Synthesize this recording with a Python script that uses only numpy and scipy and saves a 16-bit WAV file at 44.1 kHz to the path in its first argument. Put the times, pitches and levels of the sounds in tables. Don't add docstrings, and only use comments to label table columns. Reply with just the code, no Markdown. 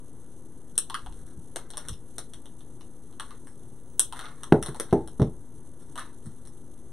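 import sys
import numpy as np
from scipy import signal
from scipy.fft import rfft, irfft, next_fast_len
from scipy.io import wavfile
from scipy.ndimage import uniform_filter1d, map_coordinates

SR = 44100
rng = np.random.default_rng(int(sys.argv[2]) if len(sys.argv) > 2 else 0)


def inscribe(sig):
    pcm = np.round(np.clip(np.atleast_2d(sig).T, -1, 1) * 32767)
    wavfile.write(sys.argv[1], SR, pcm.astype(np.int16))


N = 305172

# f/Hz, relative level per Hz/dB
RUMBLE_SPECTRUM = [(12, -42), (20, 2), (32, -17.5), (140, -12.5), (208, -21), (243, -20), (263, -17),
                   (360, -17.5), (447, -23), (484, -23), (625, -33.5), (873, -32.5), (2200, -46.5),
                   (2860, -107), (4840, -120)]
# f/Hz, relative level per Hz/dB
HISS_SPECTRUM = [(1500, -120), (2300, -12), (3500, -7.5), (5500, -13.5), (6300, 2.5), (8500, 1),
                 (11000, 2.5), (12800, -9), (13700, -4), (14100, -51), (16000, -64)]
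# f/Hz, likeness (1 = same, 0 = unrelated)
LIKENESS = [(40, .93), (100, .98), (400, .97), (800, .86), (1600, .76), (3000, .3), (4200, .2), (6500, .45),
            (10000, .37), (15000, 0)]
# f/Hz, left minus right/dB
HISS_LEAN = [(4000, 0.5), (6200, -2.5), (8700, 0), (10800, -5.5), (13000, 5.5)]
# f/Hz, level/dB
HUM_TONES = [(59.8, -59), (240.3, -57), (479.8, -73.5)]

# f/Hz, time to fall by 60 dB/s
ROOM_DECAY = [(500, 0.2), (1300, 0.15), (3500, 0.19), (9000, 0.15), (14000, 0.17)]
# earliest t/s, level of the group/dB
FIRST_ECHO = (0.0063, 1.5)

# berry level/dB, stem level/dB, mat level/dB; berry f/Hz
TAPS = [(0.7554, -30.5, -8, -4.5, -40, 1670), (.8992, -17.5, 9, 2.5, -18, 1050),
        (0.9436, -13, 9.5, 5, -31, 1240), (.952, -31, 16.5, -5, -20, 1650),
        (1.062, -28.5, 13.5, 3.5, -15, 920), (1.125, -33, 0.5, 1, -22, 900),
        (1.5599, -7, -3, -4, -11.5, 880), (1.704, -17.5, -6.5, -5, -36, 930),
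        (1.736, -34.5, 11.5, 11, -16, 920), (1.7713, -9, -7.5, -6.5, -27, 935),
        (1.778, -14.5, -4.5, -5, -28, 1100), (1.8854, -8.5, -8.5, -5, -12, 1180),
        (1.931, -27, -29, 0, -20, 1360), (2.1828, -8.5, -5.5, -5, -15, 980),
        (2.3358, -21, -4.5, -1, -34, 1050), (2.4572, -29.5, 0.5, 1, -22, 845),
        (2.607, -39, 2, 5.5, -15, 940), (2.8097, -34.5, 3, 5.5, -9, 915), (3.127, -37.5, 2, -1, -13, 980),
        (3.1981, -15, 5.5, 2.5, -38, 1150), (3.3075, -30, 7.5, 2.5, -17, 1240),
        (3.4716, -28, 0.5, -35, -18, 1230), (4.125, -17.5, 5, 1, -15, 1030),
        (4.1784, -30, -1, -9, -5, 1500), (4.192, -17, 6.5, 1, -35, 1130), (4.2108, -24.5, -3, 4.5, 2, 1120),
        (4.217, -37, 15, 0, -17, 1450), (4.2562, -32.5, 15.5, 12.5, -18, 1330),
        (4.2846, -34.5, 9, 5, -17, 1260), (4.3074, -36, 11, -8, -15, 1210),
        (4.434, -13.5, -1.5, -3, -29, 1370), (4.6268, -7, -5.5, -6, -21, 815),
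        (4.6613, -11.5, -2.5, -3.5, -23, 875), (4.746, -22.5, 6, -3, -21, 900),
        (4.7613, -22.5, -3, -7, -1, 930), (4.9101, -41, 4, 13, -6, 1240),
        (4.799, -3.5, -4.5, -7, -6.5, 900), (5.0754, -21, -3.5, -5.5, -22, 930),
        (5.957, -20, 2, -2, -28, 1005), (5.9777, -18, 6, 0, -25, 1270), (5.994, -17, -9, -4, -37, 1320),
        (6.4526, -31, -6, -5, -22, 890), (6.4731, -26, -8.5, -12, -30, 860)]
# f/Hz, width of one pass/Hz
CLICK_BODIES = [(8810, 2470), (3410, 2250), (5460, 990)]
# f/Hz, width of one pass/Hz
CUTTING_MAT = (480, 480)
TAP_MS, TAP_WIRE_DB = 1.7, -10.5
WIRE_YIELDS = 0.4
TAP_PAN_DB, TAP_ROOM_DB = 5, -0.5

# t/s, snap energy/dB, time scale/ms
JAW_SNIPS = [(0.7785, 9.5, 3.9), (3.9951, 14, 1.4)]
# berry level/dB, stem level/dB, wire level/dB, mat level/dB; berry f/Hz
SNIP_LEVELS = (-19.5, -13.5, -15, -28, 1446)
SNIP_PAN_DB, SNIP_ROOM_DB = 3, -2.5

# middle of the rise t/s, held t/s, level/dB, berry against it/dB
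DRAGS = [(.95, .01, -54.5, 4), (1.14, 0.15, -64, -4), (1.57, .03, -64, 8), (1.741, 0.12, -61.5, 4.5),
         (3.199, 0.014, -49, -2), (3.29, 0.015, -68.5, 8), (3.47, 0.0072, -57.5, -17),
         (4.121, 0.038, -53.5, 4), (4.19, 0.09, -59, 9.5), (4.36, 0.13, -64.5, 2), (4.62, 0.031, -47.5, 0),
         (4.76, 0.21, -62, 1), (5.8, 0.1, -63, -5), (5.972, 0.0055, -48.5, 9), (6.04, 0.088, -71, -7),
         (6.24, 0.014, -57.5, -6.5), (6.44, 0.051, -73, -12)]
GRIP_S, FADE_DB_PER_S = 0.018, 236
GRAINS_PER_S = 300

# t/s, level/dB, base f/Hz, time to fall by 60 dB/s
WRIST_BUMPS = [(1.029, -43.5, 38.1, 0.91), (1.373, -32, 109.5, 0.086), (1.9, -30.5, 82.3, 0.14),
               (6.257, -32, 140, 0.11)]

# t/s, ring level/dB, contact rise/ms, direct push over the ring/dB,
# rebound delay/ms, rebound against the push/dB, crack over the ring before dulling/dB
TOOL_BLOWS = [(4.5231, -14.5, 0.5, 16.5, 1.72, 4.5, 10.5), (4.686, -26.5, 1.2, 2, 3.6, -5, 7),
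              (4.9269, -15, 0.59, 7.5, 3.5, 2.5, 9), (5.196, -15.5, 0.985, -11, 2.52, 19, 7),
              (5.216, -15.5, 1.35, 6.5, 3.15, 7.5, 16.5)]
# f/Hz, middle level/dB, time to fall by 60 dB/s
TABLE_MODES = [(57.6, -13, 0.74), (99, -24, 0.35), (148.5, 1.5, 0.2), (180, -1, 0.11), (252.8, -5, 0.2),
               (298, -4, 0.14), (337.3, -3.5, 0.29), (407, 7, 0.19), (447, 0, 0.2), (602, 1.5, 0.18),
               (651, -1, 0.22), (796, -2, 0.25), (876, -2.5, 0.31), (920, -3, 0.06), (1030, -17, .12),
               (1020, -14, 0.2), (1290, -34, .12), (1550, -37.5, 0.16)]
# berry level/dB, stem level/dB, wire level/dB, mat level/dB; berry f/Hz
CRACK_LEVELS = (-2.5, -8.5, -13, 6.5, 958)
CRACK_MS, CRACK_DULLS = 1.3, 6.2

# f/Hz, width/Hz, gain at the middle/dB
HOUSING_GAPS = [(2398, 580, -40), (4730, 1030, -23), (7140, 1760, -25.5), (11910, 1300, -41),
                (13860, 2300, -23), (16600, 5200, -23)]
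STEADY_OFFSET = [
    [.0153],
    [.0077],
]
TOP_HZ = 15700
DUCK_S, DUCK_LEVEL = 0.015, 1.42


def amp(db):
    return 10 ** (np.asarray(db) / 20)


def unit(x):
    return x / np.sqrt(np.mean(x ** 2) + 1e-20)


def along(points, hz):
    f, v = np.transpose(points)
    return np.interp(np.log(hz + 1), np.log(f + 1), v)


def filtered(x, response):
    m = next_fast_len(x.shape[-1] + 8192)
    hz = np.fft.rfftfreq(m, 1 / SR)
    return irfft(rfft(x, m) * response(hz), m)[..., :x.shape[-1]]


def resonance(f, hz, width_hz):
    return 1j * f * width_hz / (hz * hz - f * f + 1j * f * width_hz)


def add(track, s, sound):
    part = track[..., round(s * SR):round(s * SR) + sound.shape[-1]]
    part += sound[..., :part.shape[-1]]


def room(x, wall_db=FIRST_ECHO[1]):
    hz, t, z = signal.stft(rng.standard_normal((2, SR // 3)), SR, nperseg=128)
    turn = np.arctan(hz / 4000)[:, None] * 0.64
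    shared, own = np.cos(turn) * z[0], np.sin(turn) * z[1]
    z = np.array([shared + own, shared - own])
    fade = amp(-60 * t / along(ROOM_DECAY, hz)[:, None])
    tail = signal.istft(z * fade, SR, nperseg=128)[1]
    rise = 1 - np.exp(-np.arange(tail.shape[1]) / SR / 0.00017)
    tail = tail * rise / np.linalg.norm(tail[0])
    delays = FIRST_ECHO[0] * SR + 110 * rng.random(4) + 3 * rng.random((2, 4))
    echo = np.zeros_like(tail)
    echo[[[0], [1]], delays.astype(int)] = amp(wall_db) / 4
    return signal.fftconvolve(x, tail + echo, axes=1)


def coloured(burst, levels_db, bodies):
    bands = filtered(burst, lambda f: np.array([resonance(f, c, w) ** 2 for c, w in bodies])[:, None])
    bands = bands / np.linalg.norm(bands, axis=-1, keepdims=True)
    return np.sum(amp(levels_db) * bands, axis=0)


def rush(spectrum, patchy_db):
    z = signal.stft(rng.standard_normal((2, N)), nperseg=512)[2]
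    field = uniform_filter1d(rng.standard_normal(z.shape[1:]), size=20, axis=0)
    field = uniform_filter1d(field, size=5, axis=1)
    pair = signal.istft(z * amp(patchy_db * unit(field)), nperseg=512)[1][:, :N]

    def shape(hz):
        turn = np.arccos(np.clip(along(LIKENESS, hz), -1, 1)) / 2
        return amp(along(spectrum, hz)) * [np.cos(turn), np.sin(turn)]

    mid, side = filtered(pair, shape)
    return unit(np.array([mid + side, mid - side]))


def room_tone():
    t = np.arange(N) / SR
    hum = sum(amp(db) * np.sin(2 * np.pi * hz * t + np.cumsum(rng.normal(0, .012, N)))
              for hz, db in HUM_TONES)
    flicker = map_coordinates(rng.standard_normal(N // 200 + 4), [np.arange(N) / 220])
    hiss = rush(HISS_SPECTRUM, patchy_db=.6)
    hiss = filtered(hiss, lambda hz: amp(along(HISS_LEAN, hz) * [[.5], [-.5]]))
    hiss = hiss * amp(2.85 * flicker)
    rumble = rush(RUMBLE_SPECTRUM, patchy_db=.3)
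    return amp(-50) * rumble + amp(-60.5) * hiss + hum


def click(s, db, ms, colour, pan_db, room_db):
    berry_db, stem_db, wire_db, mat_db, berry_hz = colour
    u = np.arange(SR // 30) / SR * 1000 / ms
    shared, own = u * np.exp(-3 * u) * rng.standard_normal((2, len(u)))
    shared[round(ms / 3000 * SR)] += 1.9 * np.linalg.norm(shared)
    burst = shared + .5 * own * [[1], [-1]]
    levels_db = np.array([0, stem_db, wire_db, berry_db, mat_db])[:, None]
    levels_db = levels_db + np.outer([0.43, 0.096, 0.04, 0.071, 0.069], [pan_db, -pan_db])
    width_hz = np.interp(berry_db, [-4, 7], [1500, 300])
    bodies = CLICK_BODIES + [(berry_hz, width_hz), CUTTING_MAT]
    dry = amp(db) * coloured(burst, levels_db[..., None], bodies)
    sound = amp(room_db) * room(np.pad(dry, [(0, 0), (18, 0)]))
    add(sound, 0, filtered(dry, lambda f: 1 - .5 * resonance(f, berry_hz, 990)))
    return s - .0004, sound


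def taps():
    out = np.zeros((2, N))
    for s, db, berry_db, stem_db, mat_db, berry_hz in TAPS:
        wire_db = TAP_WIRE_DB - WIRE_YIELDS * berry_db
        colour = berry_db, stem_db, wire_db, mat_db, berry_hz
        add(out, *click(s, db, TAP_MS, colour, TAP_PAN_DB, TAP_ROOM_DB))
    return out


def snips():
    out = np.zeros((2, N))
    for s, db, ms in JAW_SNIPS:
        add(out, *click(s, db, ms, SNIP_LEVELS, SNIP_PAN_DB, SNIP_ROOM_DB))
    return out


def rustle():
    out = np.zeros((2, N))
    for s, held, db, berry_db in DRAGS:
        t = np.arange(0, held + .25, 1 / SR)
        sizes = rng.standard_normal(len(t)) * amp(2 * rng.exponential(size=len(t)))
        grains = sizes * (rng.random(len(t)) < GRAINS_PER_S / SR)
        rise = np.clip(t / GRIP_S, 0, 1)
        fade = amp(db - FADE_DB_PER_S * np.maximum(t - GRIP_S - held, 0))
        levels_db = [[[0]], [[berry_db / 2 - 7]], [[-12]], [[berry_db]]]
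        slide = coloured(grains[None], levels_db, CLICK_BODIES + [(1250, 1570)])
        dry = rise * fade * np.sqrt(len(t)) * slide
        add(out, s - GRIP_S / 2, 0.57 * dry)
        add(out, s - GRIP_S / 2, room(dry))
    return out


def bumps():
    out, t = np.zeros(N), np.arange(SR // 2) / SR
    partials = [(1.057, 6), (0.697, 7.0), (1.55, 3.5), (2.4, -5.5)]
    for s, db, hz, t60 in WRIST_BUMPS:
        thump = sum(amp(level) * np.sin(2 * np.pi * hz * ratio * t) for ratio, level in partials)
        rise = 1 - np.exp(-t / 0.014)
        add(out, s, amp(db - 60 * t / t60) * rise * thump)
    return out


def knocks():
    out, t = np.zeros((2, N)), np.arange(SR // 2) / SR
    for s, db, ms, push_db, rebound_ms, rebound_db, _ in TOOL_BLOWS:
        ring = np.zeros(len(t))
        for k, (hz, level, t60) in enumerate(TABLE_MODES):
            fade = amp(level + rng.normal(0, 2.2) - 60 * t / t60)
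            wander = np.cumsum(rng.normal(0, 0.052, len(t)))
            ring += fade * np.sin(2 * np.pi * hz * t + k * np.pi + wander)
        ring *= 1 - np.exp(-t / 0.0013)
        u = t[:SR // 30] * 1000 / ms
        contact = u * u * np.exp(-2 * u)
        push = np.zeros(SR // 50)
        push[[0, round(rebound_ms * SR / 1000)]] = -1, amp(rebound_db)
        direct = amp(db + push_db) * signal.fftconvolve(push, contact / contact.max())[None]
        add(out, s, direct)
        add(out, s, amp(-7.5) * room(direct, wall_db=-7))
        add(out, s, amp(db) * signal.fftconvolve(ring, contact / contact.sum()))
    return filtered(out, lambda f: (1j * f / (60 + 1j * f)) ** 2)


def cracks():
    out = np.zeros((2, N))
    berry_db, stem_db, wire_db, mat_db, berry_hz = CRACK_LEVELS
    for s, db, ms, *_, crack_db in TOOL_BLOWS:
        dull_db = CRACK_DULLS * np.log2(1 + 2 * ms)
        snap_db = db + crack_db - 2 * dull_db
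        colour = berry_db + dull_db, stem_db + dull_db, wire_db + dull_db, mat_db + dull_db, berry_hz
        add(out, *click(s + 2 * ms / 1000, snap_db, CRACK_MS, colour, TAP_PAN_DB, TAP_ROOM_DB))
    return out


def scene():
    return room_tone() + taps() + snips() + rustle() + bumps() + knocks() + cracks()


def record(dry):
    x = filtered(dry, lambda f: np.prod(
        [1 - (1 - amp(db)) * resonance(f, c, w) for c, w, db in HOUSING_GAPS], axis=0))
    keep = np.exp(-1 / (SR * DUCK_S))
    loud = np.sqrt(signal.lfilter([1 - keep], [1, -keep], np.mean(x ** 2, axis=0)))
    x = x / (1 + loud / DUCK_LEVEL) + STEADY_OFFSET
    return filtered(np.clip(x, -1, 1), lambda hz: hz < TOP_HZ)


dry = scene()
out = record(dry)
inscribe(out)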